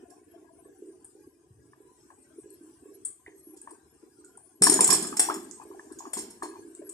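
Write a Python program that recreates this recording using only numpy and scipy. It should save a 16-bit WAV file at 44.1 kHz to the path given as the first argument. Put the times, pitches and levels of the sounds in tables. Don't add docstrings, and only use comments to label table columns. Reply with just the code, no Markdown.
import sys
import numpy as np
from scipy import signal
from scipy.fft import rfft, irfft, next_fast_len
from scipy.io import wavfile
from scipy.ndimage import uniform_filter1d

SR = 44100
rng = np.random.default_rng(int(sys.argv[2]) if len(sys.argv) > 2 else 0)


def master(y):
    cut = np.clip(np.atleast_2d(y).T, -1, 1)
    pcm = np.round(cut * 32767)
    wavfile.write(sys.argv[1], SR, pcm.astype(np.int16))


N = 305613


def gain_of(db):
    return 10 ** (np.asarray(db) / 20)


def evened(x):
    return x / np.sqrt(np.mean(x ** 2) + 1e-20)


def read(points, hz):
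    f, value = np.transpose(points)
    return np.interp(np.log(hz + 1), np.log(f + 1), value)


def add(mix, s, sound, db, pan_db=0):
    part = mix[:, round(s * SR):][:, :len(sound)]
    sides = gain_of(db + np.array([[.5], [-.5]]) * pan_db)
    part += (sides * sound / abs(sound).max())[:, :part.shape[1]]


def coloured(x, points):
    level = np.maximum(read(points, abs(np.fft.fftfreq(4096, 1 / SR))), -100)
    log_gain = np.log(gain_of(level))
    taps = np.fft.ifft(np.exp(np.conj(signal.hilbert(log_gain)))).real[:2048]
    return signal.oaconvolve(x, taps)[:len(x)]


def tinted(x):
    bumps = evened(uniform_filter1d(rng.standard_normal(len(x) // 2 + 1), size=45))
    return irfft(rfft(x) * gain_of(4 * bumps), len(x))


def ragged(size, t60, depth_db, count):
    lumps = gain_of(depth_db * evened(uniform_filter1d(rng.standard_normal(size), count)))
    return rng.standard_normal(size) * lumps * gain_of(-60 * np.arange(size) / SR / t60)


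def bubble(hz, rise, fall, glide):
    turns = np.arange(5000) / SR * hz
    envelope = (1 - np.exp(-(turns / rise) ** 2)) * np.exp(-turns / fall)
    return envelope * np.sin(2 * np.pi * turns * (1 + glide * turns))


# (frequency [Hz], left-right likeness [-1 to 1])
STEADY_LIKENESS = [(60, 1), (430, 0.76), (800, 0.024)]


def wash(points, patchy_db, flicker_db, size, long, wide):
    frames, hz = 4 * N // size + 5, np.fft.rfftfreq(size, 1 / SR)
    a, b, c, d, patches = rng.standard_normal((frames, len(hz), 5)).T
    patches = evened(uniform_filter1d(uniform_filter1d(patches, wide, 0), long, 1))
    flicker = evened(uniform_filter1d(rng.standard_normal(frames), 4))
    same = np.clip(read(STEADY_LIKENESS, hz), -1, 1)[:, None]
    left, other = a + 1j * b, c + 1j * d
    z = np.array([left, same * left + np.sqrt(1 - same ** 2) * other])
    z *= gain_of(read(points, hz)[:, None] + patchy_db * patches + flicker_db * flicker)
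    return evened(signal.istft(z, nperseg=size, noverlap=3 * size // 4)[1][:, :N])


# (time [s], bubbling level [dB], fizz level [dB])
BOIL = [(0, -54.5, -72), (0.75, -59, -70), (1.12, -58.5, -68.5), (1.4, -61.5, -73.5), (2.1, -59, -68),
        (2.9, -57.5, -65.5), (3.15, -65.5, -69.5), (3.7, -54.5, -68.5), (3.9, -60.5, -68.5),
        (4.595, -60, -69.5), (4.7, -32, -47), (5.1, -44, -49.5), (5.601, -52.5, -62), (6.1, -52, -62),
        (6.93, -56, -65)]


def boil_db(column):
    rows = np.transpose(BOIL)
    return np.interp(np.arange(N) / SR, rows[0], rows[column])


SIMMER_DB = -54.5


def over_simmer(calm_db, growth):
    return gain_of(calm_db + growth * (boil_db(column=1) - SIMMER_DB))


# (frequency [Hz], relative density [dB per Hz])
MURMUR_COLOUR = [(150, -69), (250, -61), (350, 19), (450, -9), (600, -67)]


def murmur():
    return gain_of(boil_db(column=1)) * wash(MURMUR_COLOUR, 3., 5., size=512, long=8, wide=3)


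# (frequency [Hz], relative density [dB per Hz])
GURGLE_COLOUR = [(250, -50.5), (450, -14.5), (690, -0.5), (860, -5), (1020, 2.5), (1280, -16.5), (1620, 0),
                 (2000, -19.5), (2350, -13.5), (3200, -17), (4000, -37)]
SMALL_PER_S, SMALL_SPREAD_DB = 110, 4


def small_bubbles():
    out = np.zeros((2, N))
    for hz in np.geomspace(520, 2600, 16) * rng.uniform(.95, 1.05, 16):
        chance, side = rng.random(N), rng.random(N)
        size = np.minimum(rng.exponential(1, N), 4)
        strength = gain_of(SMALL_SPREAD_DB * size + read(GURGLE_COLOUR, hz))
        train = (chance < SMALL_PER_S / 16 / SR) * strength
        tone = bubble(hz, 0.011 * hz, 0.013 * hz, 0.00022)
        out += signal.oaconvolve(train * np.array([side, 1 - side]), tone[None])[:, :N]
    return evened(out)


def gurgle():
    grains = wash(GURGLE_COLOUR, 5.5, 2.5, size=2048, long=9, wide=3) + small_bubbles()
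    return over_simmer(-70, 1.22) * gain_of([[2.5], [-1.5]]) * grains


# (frequency [Hz], relative density [dB per Hz])
FIZZ_COLOUR = [(1500, -11.5), (2500, -16), (3800, -17), (5200, -10.5), (6050, -8), (6600, -8.5),
               (8460, -0.5), (11300, -13), (11900, -17.5), (14250, -18.5), (14600, -32)]
CRACKLE_PER_S, CRACKLE_DB = 430, -22


def crackle():
    size = np.minimum(rng.exponential(1, (2, N)), 4)
    train = (rng.random((2, N)) < CRACKLE_PER_S / SR) * gain_of(5 * size)
    ticks = signal.lfilter([1], [1, -.98], train) * rng.standard_normal((2, N))
    return evened(np.array([coloured(side, FIZZ_COLOUR) for side in ticks]))


# (frequency [Hz], level over the fizz noise [dB])
JETS = [(8245, -5.5), (8540, -22), (9340, -14), (9710, -6.5), (11300, -4.5)]
JET_WIDTH_HZ, JET_SWING_DB = 31, 18.5


def jets():
    out = np.zeros((2, N))
    for hz, db in JETS:
        resonance = signal.iirpeak(hz, hz / JET_WIDTH_HZ, SR)
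        tone = signal.lfilter(*resonance, rng.standard_normal((2, N)))
        swell = uniform_filter1d(rng.standard_normal(N), size=3500)
        swell = evened(uniform_filter1d(swell, size=800))
        out += gain_of(db) * evened(tone * gain_of(JET_SWING_DB * np.minimum(swell, 2)))
    return out


def fizz():
    steam = wash(FIZZ_COLOUR, 6.5, .6, size=1024, long=14, wide=4)
    level = gain_of(boil_db(column=2) + [[2.5], [-1.5]])
    return level * (gain_of(CRACKLE_DB) * crackle() + steam + jets())


# (frequency [Hz], relative density [dB per Hz])
RUMBLE_COLOUR = [(25, -44), (64, 9.5), (140, 6.5), (210, -1), (260, -78)]


def rumble():
    return gain_of(-73) * wash(RUMBLE_COLOUR, 0.47, 3.9, size=2048, long=6, wide=3)


# (frequency [Hz], relative density [dB per Hz])
HEAVE_COLOUR = [(60, -81), (110, -29.5), (160, -8), (260, -4.5), (400, -63)]


def heave():
    return over_simmer(-99, 1.2) * wash(HEAVE_COLOUR, 1.2, 2.3, size=1024, long=4, wide=3).mean(0)


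# (time [s], peak level [dB], pitch [Hz])
WARBLES = [(0.005, -56.5, 698), (0.1, -55.5, 717), (0.335, -52.5, 673), (0.43, -56, 980), (0.445, -57, 667),
           (0.57, -58, 678), (0.64, -66, 1710), (4.24, -56.5, 1420)]


def warbles():
    out = np.zeros((2, N))
    for s, db, hz in WARBLES:
        neck = signal.iirpeak(hz, 12., SR)
        churn = ragged(6000, 0.49, 8.3, count=500)
        add(out, s, signal.lfilter(*neck, signal.lfilter(*neck, churn)), db)
    return out


# (time [s], peak level [dB], brightest frequency [Hz], breadth [0-1])
SPITS = [(0.096, -44, 10300, 0.54), (1.046, -38, 8900, 0.08), (2.5048, -40.5, 8800, 0.05),
         (3.052, -21.5, 8440, 0.06), (3.5624, -42.5, 8340, 0.73), (3.615, -34, 8950, 0.04),
         (3.706, -39, 9200, 0.15), (4.246, -39.5, 7600, 0.18), (4.373, -38, 8950, 0.07),
         (4.6222, -3.5, 8350, 0.41), (4.637, -2, 8500, 0.4), (4.6681, -10.5, 8000, 0.74),
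         (4.698, -3, 8850, 0.4), (4.7211, -13, 6760, 0.43), (4.74, -8.5, 8820, 0.46),
         (4.808, -3.5, 8870, 0.43), (4.844, -6, 7220, 0.27), (4.8743, -10, 9060, 0.5),
         (4.9036, -6.5, 8900, 0.81), (4.9294, -5, 8420, 0.23), (4.949, -15, 8340, 0.4),
         (5.0241, -22.5, 8400, 0.5), (5.0691, -25, 7700, 0.3), (5.1678, -15, 7700, 0.5),
         (5.1958, -6, 8400, 0.32), (5.339, -23, 7340, 0.66), (5.5112, -30, 6200, 0.12),
         (5.921, -37.5, 8950, 0.21), (5.987, -32, 6200, 0.26), (6.133, -21.5, 8200, 0.48),
         (6.1693, -25, 8400, 1), (6.187, -23.5, 8450, 0.46), (6.3027, -36, 10000, 0.4),
         (6.4256, -27.5, 7970, 0.81), (6.75, -34, 7500, 0.13), (6.893, -31, 7800, 0.13)]
# (frequency [Hz], relative density [dB per Hz])
SPIT_COLOUR = [(150, -34), (1180, -15), (2000, -18), (2800, -26), (3550, -14.5), (3970, -42.5),
               (4400, -26.5), (5300, -21.5), (6030, -23.5), (6680, -9.5), (8930, 1), (9700, -14.5),
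               (10300, -7), (11600, -10.5), (12350, -41), (13000, -9.5), (14300, -20), (15400, -118)]
# (frequency [Hz], relative level [dB])
PAN_MODES = [(4400, -11), (5170, -16), (5312, -7.5), (5504, -6.5), (5630, -10.5), (6444, -9.5),
             (6915, -1.5), (7121, 0.5), (7408, 0.5), (8315, -20.5), (8607, -13), (8790, -6.5), (9156, -25),
             (11400, -14)]
PAN_T60_S = 0.065
SPIT_RISE_S, SPIT_T60_S = 0.0026, 0.039
SPIT_SWELL_S, SPIT_LINGER = 0.0043, 0.22
CRACK_DB, CRACK_T60_S = -20.5, 0.029
SPIT_SCATTER_DB = 4


def spits():
    out, t = np.zeros((2, N)), np.arange(6000) / SR
    mode_hz, mode_db = np.transpose(PAN_MODES)[:, :, None]
    for s, db, hz, breadth in SPITS:
        weakness = -breadth * db / 10
        t60 = SPIT_T60_S * (1 + SPIT_LINGER * weakness)
        rise = np.minimum(t / (SPIT_RISE_S + SPIT_SWELL_S * weakness), 1) ** 2
        puff = ragged(len(t), t60, 3.5, count=110) * rise
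        crack = evened(coloured(puff * gain_of(-60 * t / CRACK_T60_S), SPIT_COLOUR))
        detune = 1 + .005 * rng.standard_normal((len(PAN_MODES), 1))
        modes = gain_of(mode_db - 60 * t / PAN_T60_S) * np.sin(2 * np.pi * mode_hz * detune * t)
        ring = gain_of(4 * rng.standard_normal(len(PAN_MODES))) @ modes
        rung = evened(signal.oaconvolve(puff, ring)[:len(t)])
        broad = evened(tinted(coloured(puff, SPIT_COLOUR))) + 1.01 * rung
        resonance = signal.iirpeak(hz, 3., SR)
        peak = signal.lfilter(*resonance, signal.lfilter(*resonance, puff))
        narrow = evened(coloured(peak, SPIT_COLOUR))
        share = np.clip(breadth, 0, 1)
        spit = (1 - share) * narrow + share * broad + gain_of(CRACK_DB) * crack
        add(out, s - SPIT_RISE_S, spit, db, SPIT_SCATTER_DB * rng.standard_normal())
    return out


# (time [s], peak level [dB], pitch [Hz])
GLUGS = [(0.359, -43.5, 349), (0.656, -45, 402), (0.821, -36, 371), (1.15, -45, 380), (1.502, -48, 125),
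         (1.802, -46, 383), (2.457, -40, 375), (2.609, -42.5, 322), (2.856, -40.5, 381), (2.902, -46, 386),
         (3.278, -43.5, 377), (3.469, -41.5, 327), (4.185, -46, 348), (4.609, -28.5, 181),
         (4.616, -22.5, 384), (4.662, -25, 273), (4.693, -24.5, 311), (4.788, -31, 194),
         (4.792, -29.5, 456), (4.887, -30.5, 175), (4.928, -25, 360), (5.021, -32.5, 243),
         (5.212, -34.5, 342), (5.295, -26.5, 356), (5.364, -36.5, 254), (5.652, -41, 387),
         (5.702, -38.5, 366), (6.164, -38, 237), (6.173, -36, 388), (6.43, -31, 353.6), (6.648, -40, 341),
         (6.822, -37, 371)]
GLUG_RISE_S, GLUG_FALL_CYCLES = 0.0086, 1


def glugs():
    out = np.zeros((2, N))
    for s, db, hz in GLUGS:
        add(out, s, bubble(hz, hz * GLUG_RISE_S, GLUG_FALL_CYCLES, 0.00047), db, -1.6)
    return out


# (time [s], peak level [dB], pitch [Hz], ring of the air in the pan [dB])
POPS = [(1.732, -45.5, 1050, 20), (2.102, -43.5, 980, 13.5), (3.263, -37.5, 1860, -17),
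        (3.673, -34.5, 994, 12), (4.375, -49, 894, -3), (4.668, -10.5, 993, 19.5), (4.79, -15.5, 973, 12),
        (4.89, -19.5, 994, 5), (4.923, -17.5, 1022, 14.5), (5.046, -32.5, 1154, 13),
        (5.126, -30.5, 1130, 4), (5.287, -20.5, 926, -13), (5.298, -17, 1176, -25), (5.598, -39.5, 898, -3),
        (5.615, -41, 1050, -12), (5.712, -43, 1010, -22), (5.745, -48.5, 720, -17),
        (5.794, -34.5, 1017, 25), (5.902, -46.5, 980, 7), (5.927, -52, 1550, -20), (6.004, -35.5, 948, -33),
        (6.053, -34.5, 1047, -28), (6.168, -33, 960, -5), (6.422, -24, 1026, 11.5),
        (6.537, -42.5, 996, -31), (6.555, -41.5, 970, -3.5), (6.815, -44.5, 560, -16.5)]
PAN_AIR_HZ, PAN_AIR_DB = 1700, -16.5
SPLAT_DB, SPLAT_T60_S = -18.5, 0.21


def pops():
    out = np.zeros((2, N))
    air = gain_of(PAN_AIR_DB) * bubble(PAN_AIR_HZ, 5.5, 3.5, 0.0012)
    for s, db, hz, air_db in POPS:
        plop = bubble(hz, 2.3, 2.6, .008)
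        churn = ragged(len(plop), SPLAT_T60_S, 3., count=500)
        neck = signal.iirpeak(hz, 4., SR)
        pitched = evened(signal.lfilter(*neck, signal.lfilter(*neck, churn)))
        splat = 0.57 * evened(coloured(churn, GURGLE_COLOUR)) + pitched
        splat = splat * np.minimum(np.arange(len(plop)) / SR / 0.0055, 1)
        splat = gain_of(SPLAT_DB) * splat / abs(splat).max()
        add(out, s, plop + gain_of(air_db) * air + splat, db)
    return out


# (frequency [Hz], T60 [s])
ROOM_T60 = [(200, 0.73), (1000, 0.55), (4000, 0.47), (9000, 0.24), (14000, 0.36)]
# (frequency [Hz], left-right likeness [0-1])
ROOM_LIKENESS = [(500, .97), (1200, .4), (4000, .2)]


def kitchen(x):
    taps = np.zeros((2, SR))
    at = np.arange(360, SR - 20, 20) + rng.integers(0, 20, (2, (SR - 361) // 20))
    np.put_along_axis(taps, at, rng.choice([-1., 1.], at.shape), 1)
    hz, t, z = signal.stft(taps, SR, nperseg=256)
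    same = read(ROOM_LIKENESS, hz)[:, None]
    z[1] = same * z[0] + np.sqrt(1 - same ** 2) * z[1]
    decay = gain_of(-60 * t / read(ROOM_T60, hz)[:, None])
    tail = signal.istft(z * decay, SR, nperseg=256)[1]
    return signal.fftconvolve(x, tail / np.linalg.norm(tail[0]), axes=1)[:, :N]


# (frequency [Hz], phase lead [rad])
PORT_LEAD = [(450, 0), (1100, 1.7), (2000, .8), (5200, 6.2), (6900, 6.9), (8600, 17.5), (12300, 20.6),
             (15000, 21.5)]
# (frequency [Hz], left over right [dB])
PORT_BALANCE = [(60, 3.5), (270, 1), (450, -3), (740, 17), (1220, -1.5), (2010, -2), (3330, 1.5),
                (5490, -8), (9070, 5.5), (15000, 5)]


def ports(x):
    size = next_fast_len(N + 4096)
    hz = np.fft.rfftfreq(size, 1 / SR)
    turn = np.exp(.5j * read(PORT_LEAD, hz)) * gain_of(.5 * read(PORT_BALANCE, hz))
    return irfft(rfft(x, size) * np.array([turn, 1 / turn]), size)[:, :N]


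def scene():
    steady = murmur() + gurgle() + fizz() + rumble() + heave()
    pop, spit, glug = warbles() + pops(), spits(), glugs()
    wet = kitchen(gain_of(-2.5) * spit + gain_of(-17.5) * pop + gain_of(-1.0) * glug)
    return ports(spit + pop + glug + wet) + steady


MIC_LOW_HZ, EDGE_HZ = 54.6, 14600


def record(dry):
    dry = signal.lfilter(*signal.butter(3, MIC_LOW_HZ, "high", fs=SR), dry)
    ceiling = .92
    soft = dry / (1 + (abs(dry) / ceiling) ** 4) ** .25
    low_pass = signal.firwin(101, EDGE_HZ, window=("kaiser", 9), fs=SR)
    return signal.oaconvolve(soft, low_pass[None], "same")


dry = scene()
out = record(dry)
master(out)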